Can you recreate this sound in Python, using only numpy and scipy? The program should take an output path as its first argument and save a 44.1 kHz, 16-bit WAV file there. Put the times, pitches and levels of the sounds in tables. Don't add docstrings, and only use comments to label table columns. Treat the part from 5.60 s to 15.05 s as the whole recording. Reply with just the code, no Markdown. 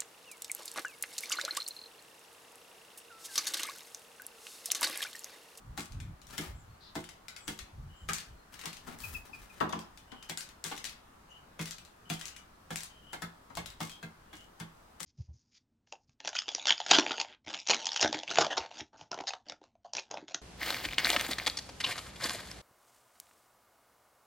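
import sys
import numpy as np
from scipy import signal
from scipy.io import wavfile
from scipy.ndimage import uniform_filter1d

SR = 44100
rng = np.random.default_rng(int(sys.argv[2]) if len(sys.argv) > 2 else 0)


def master_out(mix):
    frames = np.transpose(np.atleast_2d(mix))
    ceiling = np.clip(frames, -1, 1)
    pcm = np.round(ceiling * 32767).astype(np.int16)
    wavfile.write(sys.argv[1], SR, pcm)


N = 416744
T = np.arange(SR * 2 // 5) / SR


def gain_of(db):
    return 10 ** (np.asarray(db) / 20)


def evened(x):
    return x / np.sqrt(np.mean(x ** 2) + 1e-20)


def sized(x):
    return x / np.sqrt(uniform_filter1d(x ** 2, size=88).max() + 1e-20)


def read(points, hz):
    f, value = np.transpose(points)
    return np.interp(np.log(hz + 1), np.log(f), value)


def add(mix, s, sound):
    part = mix[..., max(round(s * SR), 0):][..., :sound.shape[-1]]
    part += sound[..., :part.shape[-1]]


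def coloured(x, points, size=2048):
    log_gain = np.log(gain_of(read(points, abs(np.fft.fftfreq(size, 1 / SR)))))
    minimum_phase = np.exp(np.conj(signal.hilbert(log_gain)))
    taps = np.fft.ifft(minimum_phase).real[:size // 2]
    return signal.oaconvolve(x, taps)[:len(x)]


def softened(x, edge_hz):
    return signal.lfilter(*signal.butter(1, min(edge_hz, .45 * SR), fs=SR), x)


def resonate(x, hz, width_hz):
    r = np.exp(-np.pi * width_hz / SR)
    pole = r * np.exp(2j * np.pi * hz / SR)
    return 2 * signal.lfilter([1 - r], [1, -pole], x).real


def decay(t60):
    return np.exp(-np.log(1000) * T / t60)


def burst(t60):
    return rng.standard_normal(len(T)) * decay(t60)


def ring(modes, spread_db):
    hz, db, t60 = np.transpose(modes)[:, :, None]
    db = db + spread_db * rng.standard_normal(hz.shape)
    detune = rng.normal(1, 0.0182, hz.shape)
    turns = hz * T * detune + rng.random(hz.shape)
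    return sized((gain_of(db) * decay(t60) * np.sin(2 * np.pi * turns)).sum(0))


def grains(per_s, spread_db):
    count = len(per_s)
    size_db = spread_db * np.minimum(rng.exponential(1, count), 3)
    size = gain_of(size_db) * rng.choice([-1, 1], count)
    return size * (rng.random(count) < per_s / SR)


def room(x, tail_t60, early_db, late_db, early_t60=0.14):
    hz, t, z = signal.stft(rng.standard_normal((2, len(T))), SR, nperseg=256)
    fading = z * np.exp(-np.log(1000) * t / read(tail_t60, hz)[:, None])
    late = signal.istft(fading, SR, nperseg=256)[1][:, :len(T)]
    late = late * np.minimum(T / 0.023, 1)
    early = np.array([burst(early_t60), burst(early_t60)]) * np.minimum(T / 0.0033, 1)
    reflections = gain_of(early_db) * evened(early) + gain_of(late_db) * evened(late)
    return signal.oaconvolve(x[None], reflections / np.sqrt(len(T)), axes=1)[:, :len(x)]


def placed(x, left_db, lead_s=0):
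    samples = np.arange(len(x))
    delayed = np.interp(samples - lead_s * SR, samples, x, left=0)
    return np.array([x * gain_of(left_db / 2), delayed / gain_of(left_db / 2)])


def swell(sound, db, edge_hz, attack_s, release_s, fade_db_per_s):
    t = np.arange(sound.shape[-1]) / SR
    level = gain_of(db + fade_db_per_s * t)
    dulled = evened(softened(sound, edge_hz))
    return dulled * level * np.minimum(t / attack_s, 1) * np.minimum(t[::-1] / release_s, 1)


# pitch_hz, relative_level_db (per Hz)
WASH_COLOUR = [(20, -1), (45, 3), (85, -1), (125, -5), (190, -2.5), (310, -5.5), (500, -7.5), (850, -5.5),
               (1300, -5.5), (1700, -11), (2300, -16.5), (4000, -20.5), (7000, -23.5), (15000, -29)]
# pitch_hz, likeness (0-1)
WASH_LIKENESS = [(60, 1), (200, 0.98), (450, 0), (1000, 0), (4000, 0.01), (14000, 0)]
WASH_DB = -59.5


def air():
    hz = np.fft.rfftfreq(2048, 1 / SR)
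    a, b, c, d, patches = rng.standard_normal((5, len(hz), N // 512 + 5))
    patches = uniform_filter1d(patches, size=20, axis=0)
    patches = evened(uniform_filter1d(patches, size=14, axis=1))
    same = np.clip(read(WASH_LIKENESS, hz), -1, 1)[:, None]
    left = a + 1j * b
    right = same * left + np.sqrt(1 - same ** 2) * (c + 1j * d)
    z = np.array([left, right]) * gain_of(read(WASH_COLOUR, hz)[:, None] + 0.91 * patches)
    wash = evened(signal.istft(z, nperseg=2048, noverlap=1536)[1][:, :N])
    return gain_of(WASH_DB) * gain_of([[1.2], [.3]]) * wash


# pitch_hz, relative_level_db
WIND_COLOUR = [(20, -16), (42, 4.5), (90, 3), (140, -1.5), (200, -11.5), (300, -20), (600, -46.5)]
# start_s, length_s, level_db (before the sag), upper_edge_hz
GUSTS = [(0.026, 0.19, -47, 250), (0.292, .29, -40, 700), (0.616, 0.2, -55, 150), (0.855, 0.2, -44.5, 160),
         (1.024, 0.17, -52.5, 100), (1.988, .1, -49.5, 90), (2.119, 0.25, -44.5, 148),
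         (2.396, .19, -47, 200), (2.661, 0.14, -50.5, 250), (3.40, 0.27, -46.5, 30), (3.704, 0.2, -55, 60),
         (7.934, 0.25, -53, 60)]


def wind():
    common, left, right = (evened(coloured(noise, WIND_COLOUR)) for noise in rng.standard_normal((3, N)))
    eddies = common + gain_of(-15) * np.array([left, right])
    out = np.zeros((2, N))
    for s, length, db, edge_hz in GUSTS:
        gust = eddies[:, max(int(s * SR), 0):int((s + length) * SR)]
        add(out, s, swell(gust, db, edge_hz, attack_s=.054, release_s=.064, fade_db_per_s=-21))
    return out


def call(s, length, hz, db, start_oct, end_oct, width_hz):
    u = np.linspace(0, 1, int(length * SR))
    glide_oct = np.polyval(np.polyfit([0, .5, 1], [start_oct, 0, end_oct], 2), u)
    phase = 2 * np.pi * np.cumsum(hz * 2 ** glide_oct) / SR
    low_pass = signal.butter(2, width_hz / 2, fs=SR, output="sos")
    blur = signal.sosfilt(low_pass, rng.standard_normal((2, len(T))))[:, -len(u):]
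    hoarse = width_hz / (width_hz + 100)
    voice = (1 - hoarse + hoarse * evened(blur[0])) * np.sin(phase)
    voice = voice + hoarse * evened(blur[1]) * np.cos(phase)
    voice = voice + gain_of(-11.5) * (1 - hoarse) ** 3 * np.sin(2 * phase)
    return s, gain_of(db) * evened(voice) * signal.windows.tukey(len(u), .6)


# start_s, length_s, pitch_hz, level_db
WHISTLES = [(1.073, .09, 4370, -73), (2.27, 0.21, 3020, -61), (2.744, 0.11, 4220, -72),
            (4.456, 0.28, 3030, -57), (5.674, 0.14, 2965, -56), (6.434, 0.18, 3080, -53.5),
            (6.685, 0.15, 2950, -60.5), (7.254, 0.18, 3070, -61), (7.409, .17, 3025, -56),
            (8.279, .12, 3260, -53.5), (8.682, .2, 2946, -59)]
# start_s, pitch_hz, level_db
CHIPS = [(3.432, 2520, -38.5), (3.544, 2557, -35.5), (3.729, 2450, -42), (3.895, 2470, -53)]
# start_s, length_s, pitch_hz, level_db
SEEPS = [(0.932, .11, 7600, -66.5), (1.788, 0.099, 7800, -58), (2.345, .14, 7450, -68),
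         (5.693, .035, 6600, -65)]
# start_s, length_s, pitch_hz, level_db
RASP = (1.19, .135, 4230, -55)
# pitch_hz, t60_s
GARDEN = [(2000, .26), (9000, .22)]


def birds():
    song = np.zeros(N)
    for row in WHISTLES:
        add(song, *call(*row, start_oct=-0.0593, end_oct=-0.0063, width_hz=174))
    for s, hz, db in CHIPS:
        add(song, *call(s, 0.0236, hz, db, start_oct=0.108, end_oct=-0.056, width_hz=41))
    for row in SEEPS:
        add(song, *call(*row, start_oct=-0.072, end_oct=-0.27, width_hz=780))
    add(song, *call(*RASP, start_oct=0, end_oct=-0.203, width_hz=1300))
    direct = placed(song, left_db=13.5) * gain_of(-9)
    return direct + room(song, GARDEN, early_db=-6, late_db=-10.5)


# pitch_hz, t60_s
BALCONY = [(200, 0.53), (1000, 0.38), (3000, 0.38), (7000, 0.25), (15000, 0.22)]
# pitch_hz, relative_level_db
FEATHER_COLOUR = [(200, 3.5), (500, -4), (1200, 1), (2200, -2), (4000, -4.5), (7000, -4), (11000, -2.5),
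                  (16000, 1)]
# start_s, length_s, level_db (before fade and pan), upper_edge_hz
STROKES = [(0.68, .11, -54.5, 4000), (0.792, 0.132, -52.5, 4000), (2.906, 0.22, -59.5, 6100),
           (3.231, .13, -53, 3070), (3.376, 0.24, -53.5, 14800), (3.627, 0.385, -62, 6000),
           (3.933, 0.052, -56, 5000)]


def rustle():
    drift = uniform_filter1d(uniform_filter1d(rng.standard_normal(N), size=1000), size=500)
    pressure = gain_of(3.5 * evened(drift))
    crackle = coloured(grains(np.full(N, 1800), spread_db=5) * pressure, FEATHER_COLOUR)
    brush = np.zeros(N)
    for s, length, db, edge_hz in STROKES:
        stroke = crackle[int(s * SR):int((s + length) * SR)]
        add(brush, s, swell(stroke, db, edge_hz, attack_s=.025, release_s=.039, fade_db_per_s=-12))
    echo = gain_of([[1.5], [-1.5]]) * room(brush, BALCONY, early_db=1.5, late_db=-3)
    return placed(brush, left_db=9.0) + echo


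# pitch_hz, relative_level_db, t60_s
FLOOR_MODES = [(83.4, -8.5, 0.33), (112.2, -5, 0.2), (166.1, 2, .25), (219.6, -4.5, 0.27),
               (290.4, 1.5, 0.12), (313.7, -3, 0.18), (367.7, -9, 0.29), (445, -5.5, 0.16),
               (487, -10.5, 0.22)]


def boom(favoured_hz, swell_s=0.014):
    hz, db, t60 = np.transpose(FLOOR_MODES)
    weight_db = db - 11 * np.minimum(abs(np.log2(hz / favoured_hz)), 1)
    swing = ring(np.transpose([hz, weight_db, t60]), spread_db=1.2)
    return sized(swing * (1 - np.exp(-(T / swell_s) ** 2)))


# pitch_hz, relative_level_db
TICK_COLOUR = [(500, -12.5), (1500, -1), (3000, 0), (5000, 0), (7500, 0), (10500, -6.5), (16000, -13)]


def seed_click(t60, hz, ring_db):
    crack = coloured(burst(t60) * (1 - np.exp(-T / .0006)), TICK_COLOUR)
    click = sized(crack) + gain_of(ring_db) * sized(resonate(crack, hz, width_hz=1900))
    return softened(click, 5.5 * hz)


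# pitch_hz, relative_level_db
THUD_COLOUR = [(100, -17), (240, 3), (350, -2), (520, -8), (800, 0), (1100, 2), (1750, -11), (3300, -23),
               (8000, -42)]
# start_s, thud_db, boom_db, claw_db
STEPS = [(3.036, -43, -59, -33), (3.273, -40.5, -50, -57), (3.323, -54, -48, -46), (3.689, -48.5, -68, -66),
         (4.003, -21.5, -21.5, -26.5), (4.125, -27, -25, -27.5), (4.518, -41.5, -69, -37.5),
         (7.899, -44.5, -73, -49)]
WEIGHT_LAG_S = .004


def steps():
    out = np.zeros((2, N))
    for s, thud_db, boom_db, claw_db in STEPS:
        foot = gain_of(claw_db - 11) * sized(seed_click(0.038, hz=2200, ring_db=14))
        thud = sized(coloured(burst(0.08) * (1 - np.exp(-T / 0.0016)), THUD_COLOUR))
        add(foot, WEIGHT_LAG_S, gain_of(thud_db - 3.5) * thud)
        low = gain_of(boom_db - 11.5) * boom(favoured_hz=260, swell_s=0.037)
        echo = room(foot, BALCONY, early_db=-3, late_db=-5, early_t60=0.12)
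        add(out, s, placed(foot, left_db=8.0, lead_s=0.000625) + echo)
        add(out, s, placed(low, left_db=-0.5))
    return out


SNAP_DB, SNAP_RING_DB, RING_GROWTH = -41.5, -7, 0.36
SNAP_HZ, SNAP_WET_DB, WET_DB_PER_OCTAVE = 3400, 2, -0.2


def nibbles():
    rows = []
    for s, _, _, _, husks_db, *_ in PECKS:
        click_s = s + rng.uniform(.07, .17)
        click_db = husks_db + rng.uniform(-17, -9)
        rows.append((click_s, click_db, SNAP_HZ * 2 ** rng.uniform(-.5, 0.33)))
    return rows


# start_s, level_db (before the trim in seeds()), pitch_hz
SEEDS = [(0.206, -38, 7700), (0.401, -44.5, 2400), (0.616, -51, 3130), (0.669, -47.5, 6860),
         (0.7076, -47, 5270), (0.7525, -61, 6970), (1.4402, -44.5, 2710), (1.4893, -44, 2380),
         (1.6825, -38.5, 2720), (1.763, -42, 2200), (1.895, -46, 3420), (1.9893, -38, 2520),
         (2.5333, -26, 7100), (2.583, -36.5, 4630), (2.94, -47.5, 2270), (2.9916, -43.5, 2370),
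         (3.0128, -41.5, 2310), (3.056, -33, 3650), (3.1292, -41.5, 2310), (3.168, -45, 3300),
         (3.388, -45, 9000), (3.403, -43, 4850), (4.0926, -45.5, 2800), (4.1907, -42, 3330),
         (4.374, -48, 3190), (4.6259, -45.5, 2800), (4.7741, -29, 8300), (4.807, -36.5, 4500),
         (4.8893, -48, 3980), (5.0408, -29.5, 7350), (5.1648, -42, 5620), (5.1772, -38.5, 3120),
         (5.2419, -33, 4630), (5.2519, -34, 3266), (5.2948, -40, 5060), (6.0565, -38, 3560),
         (6.109, -34.5, 6850), (6.183, -44, 4230), (6.2497, -50, 4030), (6.6114, -37.5, 2500),
         (6.655, -33, 6560), (6.681, -41, 2530), (6.763, -45, 2350), (7.1583, -28, 8250), (7.17, -38, 6620),
         (7.206, -39, 5030), (7.2335, -35.5, 8800), (7.9525, -39, 6690), (7.9708, -40, 3530),
         (8.0588, -38, 3600), (8.102, -46, 3760), (8.2953, -42.5, 3260), (9.4305, -34, 8300)]
SNAP_CYCLES = 52.6


def seeds():
    out = np.zeros((2, N))
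    for s, db, hz in SEEDS + nibbles():
        ring_db = SNAP_RING_DB + RING_GROWTH * (db - SNAP_DB)
        wet_db = SNAP_WET_DB + WET_DB_PER_OCTAVE * np.log2(hz / SNAP_HZ)
        click = gain_of(db - 3) * sized(seed_click(SNAP_CYCLES / hz, hz, ring_db))
        smeared = evened(seed_click(.03, hz, ring_db)) * click.std()
        echo = room(smeared, BALCONY, early_db=0.0, late_db=-3.5)
        echo = gain_of(wet_db) * gain_of([[1.8], [-1.8]]) * echo
        add(out, s, placed(click, left_db=10.5) + echo)
    return out


# pitch_hz, relative_level_db, t60_s
WALL_MODES = [(668, -4.5, 0.23), (748, 1, 0.15), (904, -3, 0.29), (1137, -6, 0.36), (1180, -25, 0.16),
              (1390, -13, 0.12), (1652, 12, 0.041), (2100, 9, 0.16), (2005, -22, 0.13), (2680, -29, 0.11),
              (3380, -20, 0.12), (3425, 11, 0.072)]
# pitch_hz, relative_level_db
KNOCK_COLOUR = [(150, -16.5), (300, -4), (520, -7.5), (900, -5), (1600, -9), (2500, -10), (4000, -12.5),
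                (8000, -29)]
# start_s, knock_db, boom_db (tray floor), tick_db,
# husks_db (scattered), spot_hz (struck spot), spot_db (its ring against the knock), floor_hz (favoured mode)
PECKS = [(0.176, -38, -36.5, -35.5, -37, 1310, -0.5, 290), (0.780, -39, -31.5, -27.5, -39.5, 980, -20, 273),
         (1.354, -36, -30.5, -37, -46, 1620, -10, 325), (1.879, -39.5, -34, -31, -37.5, 1640, -9, 260),
         (2.488, -31.5, -34.5, -34.5, -34.5, 1610, 17, 167), (3.055, -44.5, -40.5, -55, -52, 1150, 3, 163),
         (4.696, -37, -38.5, -30, -58, 1710, -20, 160), (5.047, -38.5, -42, -56, -37, 990, -9, 164),
         (5.114, -38, -46, -52, -46, 930, 1, 274), (5.993, -36.5, -31, -43, -37, 1900, -12, 164),
         (6.5, -35.5, -29, -30, -36.5, 1630, -23, 164), (7.105, -37, -35.5, -50, -40, 1660, -12, 175),
         (7.531, -38.5, -47.5, -39, -60, 1470, -7, 253), (7.621, -37.5, -35, -38, -71, 1440, -3, 160),
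         (7.971, -34.5, -36, -35, -59, 1040, 0.5, 162), (8.204, -36, -32.5, -40.5, -37.5, 1100, -3, 164),
         (8.428, -42, -37, -47, -71, 1600, 1, 182), (8.73, -47.5, -51, -53, -49, 1010, -11, 272),
         (9.0, -43.5, -35.5, -40, -59, 1510, -9, 155), (9.404, -47.5, -44, -31, -47, 2250, -12, 159)]


def pecks():
    out = np.zeros((2, N))
    for s, knock_db, boom_db, tick_db, husks_db, spot_hz, spot_db, floor_hz in PECKS:
        contact = coloured(burst(0.044) * (1 - np.exp(-T / 0.00018)), KNOCK_COLOUR)
        spot = gain_of(spot_db) * sized(resonate(contact, spot_hz, width_hz=320))
        walls = gain_of(-6.0) * ring(WALL_MODES, spread_db=2.5)
        knock = gain_of(knock_db - 2.0) * sized(sized(contact) + spot + walls)

        scatter = grains(900 * np.exp(-T / .09), spread_db=9.5) * np.exp(-T / 0.069)
        husks = gain_of(husks_db) * sized(coloured(scatter, TICK_COLOUR))
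        tick = gain_of(tick_db) * sized(coloured(burst(0.023), TICK_COLOUR))
        tick = gain_of(-4.5) * (tick + husks)
        low = gain_of(boom_db - 3.5) * boom(floor_hz)
        onset = gain_of(tick_db - 26) * sized(coloured(burst(0.3), TICK_COLOUR))

        add(out, s - .006, placed(onset, left_db=19))
        add(out, s, placed(knock, left_db=5.5) + room(knock, BALCONY, early_db=6.0, late_db=-3))
        tick_echo = gain_of([[1.5], [-1.5]]) * room(tick, BALCONY, early_db=2.0, late_db=-6.5)
        add(out, s, placed(tick, left_db=10) + tick_echo)
        add(out, s, placed(low, left_db=-0.6) + room(low, BALCONY, early_db=-15.0, late_db=-31))
    return out


def scene():
    return air() + wind() + birds() + rustle() + steps() + seeds() + pecks()


def record(dry):
    band = signal.firwin(511, 16100, window=("kaiser", 9), fs=SR)
    return signal.oaconvolve(dry, band[None], "same")


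dry = scene()
out = record(dry)
master_out(out)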